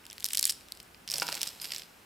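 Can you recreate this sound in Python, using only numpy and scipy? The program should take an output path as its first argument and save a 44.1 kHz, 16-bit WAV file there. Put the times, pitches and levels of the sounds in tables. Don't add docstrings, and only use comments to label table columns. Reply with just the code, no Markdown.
import sys
import numpy as np
from scipy import signal
from scipy.fft import rfft, irfft, next_fast_len
from scipy.io import wavfile
from scipy.ndimage import uniform_filter1d

SR = 44100
rng = np.random.default_rng(int(sys.argv[2]) if len(sys.argv) > 2 else 0)


def pcm_store(signal):
    levels = np.round(np.clip(np.atleast_2d(signal), -1, 1) * 32767)
    wavfile.write(sys.argv[1], SR, levels.astype(np.int16).T)


N = 90404


def amp(db):
    return 10 ** (np.asarray(db) / 20)


def unit(x):
    return x / np.sqrt(np.mean(x ** 2) + 1e-20)


def pan(db):
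    return amp([[db / 2], [-db / 2]])


def along(points, hz):
    freqs, values = np.transpose(points)
    return np.interp(np.log(hz + 1), np.log(freqs + 1), values)


def filtered(x, response):
    size = next_fast_len(N + SR // 2)
    return irfft(rfft(x, size) * response(np.fft.rfftfreq(size, 1 / SR)), size)[..., :N]


def add(track, start_s, sound):
    part = track[..., max(round(start_s * SR), 0):][..., :sound.shape[-1]]
    part += sound[..., :part.shape[-1]]


def causal(db):
    cepstrum = irfft(db * np.log(10) / 20)
    half = len(cepstrum) // 2
    cepstrum[1:half] *= 2
    cepstrum[half + 1:] = 0
    return np.exp(rfft(cepstrum))


def widen(pair, likeness):
    def weights(hz):
        angle = np.arccos(np.clip(along(likeness, hz), -1, 1)) / 2
        return np.array([np.cos(angle), np.sin(angle)])
    mid, side = filtered(pair, weights)
    return np.array([mid + side, mid - side])


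def clicks(contacts, tone, chatter_db, chatter_t60_s, pan_db, ripple_db=2, width=.35, smear_s=.0003):
    size = 1024
    treble_fade_in_hz, body_fade_out_hz = (5140, 7750), (3230, 4960)
    out, t, hz = np.zeros((2, N)), np.arange(size) / SR, np.fft.rfftfreq(size, 1 / SR)
    ripple = lambda: unit(uniform_filter1d(uniform_filter1d(rng.standard_normal(len(hz)), 24), 16))
    for start_s, db, treble_db, body_db in contacts:
        mid, side = rng.standard_normal((2, size)) * amp(-60 * t / chatter_t60_s)
        force = np.array([mid + width * side, mid - width * side]) * amp(chatter_db) / np.linalg.norm(mid)
        force[:, 0] = 1
        tint_db = treble_db * np.interp(hz, treble_fade_in_hz, [0, 1])
        tint_db += body_db * np.interp(hz, body_fade_out_hz, [1, 0])
        delay_s = smear_s * (1 + np.tanh(2 * ripple()) * np.interp(hz, body_fade_out_hz, [.5, 1]))
        smear = np.exp(-2j * np.pi * hz[1] * np.cumsum(delay_s))
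        colour = causal(along(tone, hz) + tint_db + ripple_db * ripple())
        click = irfft(rfft(force) * smear * colour) * (1 - (t / t[-1]) ** 2)
        click *= amp(db) / np.linalg.norm(click.mean(0))
        add(out, start_s - smear_s, click * pan(pan_db))
    return out


def grains(levels, tone, rate_per_s, spread_db, pan_db, scatter):
    hits = rng.random(N) < rate_per_s / SR
    sizes, sides = rng.standard_normal((2, N))
    taps = hits * np.sign(rng.standard_normal(N)) * amp(spread_db * np.clip(sizes, -2, 2))
    pair = taps * np.array([1 + scatter * sides, 1 - scatter * sides])
    grain = irfft(causal(along(tone, np.fft.rfftfreq(1024, 1 / SR))))
    stream = unit(signal.fftconvolve(pair, grain[None], axes=1)[:, :N])
    level_db = np.interp(np.arange(N) / SR, *np.transpose(levels))
    return stream * amp(level_db) * pan(pan_db)


def necklace():
    # start in seconds, relative energy in dB, treble in dB, body in dB.
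    contacts = [(0.0409, -32.0, -3, 21), (0.0544, -24.5, -2.0, -1), (0.0659, -22.5, -2, 1),
                (0.1009, -19.0, -12, -6), (0.1112, -22.5, 9, 16), (0.1203, -25.5, -7, 14.0),
                (0.1298, -20.0, 3.5, 3.5), (0.1501, -38, 3.0, 21), (0.1814, -18.5, -2, 6),
                (0.2002, -23, 13, 3.0), (0.2054, -19.5, -11, -10), (0.2248, -23, 6, 11),
                (0.2288, -20.5, -1, 7), (0.2439, -0.5, -1.5, -14.5), (0.2541, -9, -4, -3),
                (0.2568, -10, 0.0, -2), (0.2594, -13, -1, 4), (0.2629, -8.0, 1, -3), (0.2778, -30, -13, 7),
                (0.2874, -12.5, 4, 1), (0.2993, -36, 0.0, 5), (0.3052, -18.0, 5, 0.0), (0.3076, -15, -5, 4),
                (0.3205, -22, 16, 10.0), (0.3335, -4, 4.5, -0.5), (0.3358, -10, 1, 1), (0.3487, -7, -8, -4),
                (0.3525, -6.0, 10.5, 9.5), (0.3728, 0.5, -6.5, -11), (0.3783, -13, 8.0, 7.0),
                (0.3814, -6.5, -2, 1), (0.3924, -3, 0, -7), (0.3949, 0, -1, -7), (0.4062, -29, 6, 2),
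                (0.4116, -11, 4, -1), (0.4282, 0.5, -2, -13), (0.4314, -11.5, 5, 11), (0.4407, -7, -4, -3),
                (0.4418, -3.5, -21, -22), (0.4432, -12, -1, 0), (0.4484, -28, 12, 7), (0.4543, 4.5, 1, -7),
                (0.4622, -16, -4, 9), (0.4656, -19, 4, 2), (0.4698, -7.5, 17, 7), (0.4759, -15, 8, 15),
                (0.4776, -10, 9, -4), (0.4826, -28, 22, -6), (0.4953, -3, -8, -2), (0.4977, -4, 13, 0.0),
                (0.4992, -6, 3, 0), (0.503, -3.5, -6, -12.5), (0.5078, -8, 7, -1), (0.5214, -20, 6.0, 9.5),
                (0.5233, -14.5, 6, 6), (0.6094, -31, 0, 2), (0.6857, -27.5, -5, -1),
                (0.7216, -11, -6.5, -8), (0.751, -31.0, 8, -3), (0.7735, -27.5, 0, -2),
                (0.8018, -20.5, -0.5, 3.5), (0.8042, -26.5, -3, 3.0), (0.8298, -28, 28, 13),
                (0.946, -26.5, -20, 5.5)]
    # frequency in Hz, gain of a contact in dB.
    tone = [(40, -72), (300, -57), (900, -31), (1800, -13), (3400, -3.5), (4500, -3.5), (5300, -0.5),
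            (6300, -7.5), (7800, -3), (10000, -7), (12500, -6), (15500, -20.5)]
    # time in seconds, level of the fine contacts in dB.
    jostle = [(0, -68.5), (.19, -59), (.27, -55.5), (.31, -46.5), (.42, -55.5), (.46, -40), (.505, -41),
              (.535, -79), (.62, -63.5), (.95, -69)]
    clacks = amp(-0.46) * clicks(contacts, tone, chatter_db=-3.5, chatter_t60_s=.005, pan_db=-0.6)
    return clacks + grains(jostle, tone, rate_per_s=2500, spread_db=3, pan_db=0, scatter=0.051)


def background(hiss_db=-57):
    # frequency in Hz, hiss gain in dB.
    tone = [(20, -31), (40, -5), (70, -3), (130, -5), (290, -3.5), (450, -6.5), (680, -8.5), (860, -5.5),
            (1050, -8), (1500, -7), (1940, -11.5), (2700, -10.5), (3430, -15), (6920, -21), (15500, -22.5),
            (16300, -58)]
    # frequency in Hz, left-right likeness of the hiss.
    likeness = [(60, 1), (250, 0.84), (500, 0.26), (1000, 0.034), (2500, .45), (5500, 0.58), (9000, 1)]
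    # frequency in Hz, rms level in dB.
    partials = [(59.5, -76), (178, -75.5)]
    t = np.arange(N) / SR
    hiss = filtered(rng.standard_normal((2, N)), lambda hz: amp(along(tone, hz)))
    hum = sum(np.sqrt(2) * amp(db) * np.sin(2 * np.pi * (hz * t + rng.random())) for hz, db in partials)
    return amp(hiss_db) * unit(widen(hiss, likeness)) + hum


def room(x, build_s=0.0071):
    # frequency in Hz, T60 in seconds.
    decay = [(150, 1), (1000, 0.7), (5000, 0.4), (14000, 0.33)]
    # frequency in Hz, left-right likeness of the tail.
    likeness = [(60, 0.78), (250, 1), (1000, 0.78), (2500, 0.97), (5500, 0.66), (14000, 1)]
    hz, t, noise = signal.stft(rng.standard_normal((2, SR // 2)), SR, nperseg=256)
    tail = signal.istft(noise * amp(-60 * t / along(decay, hz)[:, None]), SR, nperseg=256)[1]
    tail *= 1 - np.exp(-np.arange(tail.shape[1]) / SR / build_s)
    tail /= np.linalg.norm(tail[0])
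    return widen(signal.fftconvolve(x.mean(0)[None], tail, axes=1)[:, :N], likeness)


def packaging():
    # start in seconds, relative energy in dB, treble in dB, body in dB.
    creases = [(1.0772, -14.5, 4, 6.5), (1.0816, -19, 4.0, 12), (1.089, -15.0, -8, 0),
               (1.1011, -9, -5.0, -4), (1.1097, -11.5, 2.0, 0), (1.1168, -5.5, 1.5, -9),
               (1.1391, -5.5, -3, -10), (1.142, -9, -1, -4), (1.1576, -10.0, -10, -11),
               (1.1641, -18, 1, -17), (1.1695, -18, 2, -14), (1.1827, -6.5, 5.5, -1),
               (1.1993, -6.5, -8, -10), (1.2078, -20, -1, -12), (1.2112, -18, 8, -16),
               (1.2252, -9.0, -5.0, -4), (1.229, -10.5, 8, 9), (1.2681, -12, -4, -13),
               (1.2803, -11.5, -11, 8), (1.2908, -14, 7, 10), (1.3116, -29, 0.0, 0.0), (1.321, -12, -12, 3),
               (1.3264, -8, 2, 5.5), (1.3436, -12.5, 0, 4.5), (1.3526, -11.0, 3.5, -8),
               (1.3698, -18, -8, 7.0), (1.3766, -16.5, 2, 13), (1.4097, -13, -19, 0),
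               (1.4119, -21, -5.0, -5), (1.4159, -5, 4.5, 2), (1.4314, -3, 0.5, -2),
               (1.4393, -17.5, -15, -3.0), (1.4715, -14.5, -1, 5), (1.4747, -9.5, 1, -5),
               (1.4838, -18.5, -6, -7), (1.4901, -18.5, -2, -11), (1.6001, -21.0, -21, -1),
               (1.6153, -19.5, 16, 12), (1.6186, -15.5, 5, 3), (1.6442, -14, 3.0, 7),
               (1.6478, -15.0, 5.5, 7), (1.6542, -14.5, -2, 4.5), (1.6872, -25, 5, 5), (1.6945, -25, -7, 4),
               (1.7059, -16.5, -21, 0), (1.7199, -9.5, 0.5, 1), (1.7215, -11.5, 2, 8),
               (1.7356, -13, -6, 0.0), (1.7478, -14, 4, 6.5), (1.7623, -11.5, -5, -1),
               (1.7825, -16.5, 8, 3.0), (1.7893, -29, 4, -2), (1.7961, -19.5, -4, 4),
               (1.82, -21.0, -1, 10.0), (1.8343, -27.0, -10, -1.0)]
    # time in seconds, level in dB.
    rustle = [(1.065, -87), (1.11, -42.5), (1.14, -40.5), (1.25, -45.5), (1.34, -42.5), (1.40, -47),
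              (1.475, -45), (1.53, -53), (1.605, -58), (1.625, -46.5), (1.655, -43), (1.69, -49),
              (1.74, -47.5), (1.80, -51.5), (1.87, -65.5), (2.05, -71.5)]
    # frequency in Hz, gain in dB.
    snap_tone = [(40, -46), (200, -18.5), (900, -32), (1800, -14.5), (2700, -9.5), (3700, -8), (5200, 1),
                 (6400, -10), (8000, -9), (12500, -15), (16000, -24.5)]
    rustle_tone = [(100, -16), (300, -11), (620, -4.5), (1500, -9.5), (2700, -1), (3700, -1), (5100, -1),
                   (6400, -6.5), (8000, -3), (10500, -7.5), (12000, -4), (13500, -5.5), (16000, -23)]
    snaps = amp(0.33) * clicks(creases, snap_tone, chatter_db=-4, chatter_t60_s=0.016, pan_db=-3)
    return snaps + grains(rustle, rustle_tone, rate_per_s=1800, spread_db=5, pan_db=-1, scatter=0.1)


def bumps(centre_hz=148.3, rise_s=0.0049, t60_s=.17):
    # start in seconds, level in dB.
    hits = [(1.092, -51), (1.148, -45.5), (1.205, -46), (1.30, -51.5), (1.619, -53.5)]
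    out, t = np.zeros(N), np.arange(SR // 2) / SR
    for start_s, db in hits:
        hz = centre_hz * np.exp(.06 * rng.standard_normal())
        envelope = amp(db - 60 * t / t60_s) * (1 - np.exp(-t / rise_s))
        add(out, start_s, envelope * np.sin(2 * np.pi * hz * t))
    return out


def scuffs(t60_s=0.053):
    # start in seconds, level in dB.
    rubs = [(1.142, -39.5), (1.185, -44), (1.327, -43.5)]
    # frequency in Hz, gain in dB.
    tone = [(150, -28), (400, -11), (600, 4), (900, -10), (1600, -10), (4000, -35)]
    envelope, t = np.zeros(N), np.arange(SR // 4) / SR
    for start_s, db in rubs:
        add(envelope, start_s, amp(db - 60 * t / t60_s))
    return envelope * unit(filtered(rng.standard_normal(N), lambda hz: amp(along(tone, hz))))


def ring(modes, t60_scale=1, phase_step_rad=.025):
    out, t = np.zeros(SR // 2), np.arange(SR // 2) / SR
    for k, (hz, db, t60_s) in enumerate(modes):
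        drift = phase_step_rad * np.cumsum(rng.standard_normal(len(t)))
        envelope = amp(db - 60 * t / (t60_s * t60_scale))
        out += (-1) ** k * envelope * np.cos(2 * np.pi * hz * t + drift)
    return out


def tings():
    # start in seconds, gain in dB.
    strikes = [(1.2196, -56), (1.6155, -50.5)]
    # frequency in Hz, relative level in dB, T60 in seconds.
    modes = [(4950, 10, 0.21), (7741, -13, .2), (9260, 3, .22), (11780, -15, .35), (11640, 5.5, .42),
             (12060, 2, 0.4), (12700, -4, .28), (13080, -2, 0.27)]
    out = np.zeros(N)
    for start_s, db in strikes:
        add(out, start_s, amp(db) * ring(modes))
    return out


def knocks():
    # start in seconds, energy in dB, T60 scale.
    strikes = [(1.2205, -1.5, 0.93), (1.2877, -6.5, 0.25)]
    # frequency in Hz, relative level in dB, unscaled T60 in seconds.
    modes = [(316, -24, 0.18), (518, -8, 0.019), (807, -9.5, 0.076), (967, -13, 0.13), (1090, -8.5, 0.022),
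             (1423, 1, 0.024), (1880, -2.5, 0.0058), (2230, -5, 0.022), (2740, -1.5, 0.016),
             (4600, 3, 0.0069)]
    out = np.zeros(N)
    for start_s, db, t60_scale in strikes:
        knock = ring(modes, t60_scale)
        add(out, start_s, amp(db) * knock / np.linalg.norm(knock))
    return out


def scene():
    beads, crinkles = necklace(), packaging()
    handling = (knocks() + bumps() + tings()) * pan(-2.6) + scuffs()
    sends = [(beads, -17), (crinkles, -15), (handling, -11.5)]
    return sum(source + amp(wet_db) * room(source) for source, wet_db in sends) + background()


def record(dry):
    return filtered(dry, lambda hz: hz < 16600)


dry = scene()
out = record(dry)
pcm_store(out)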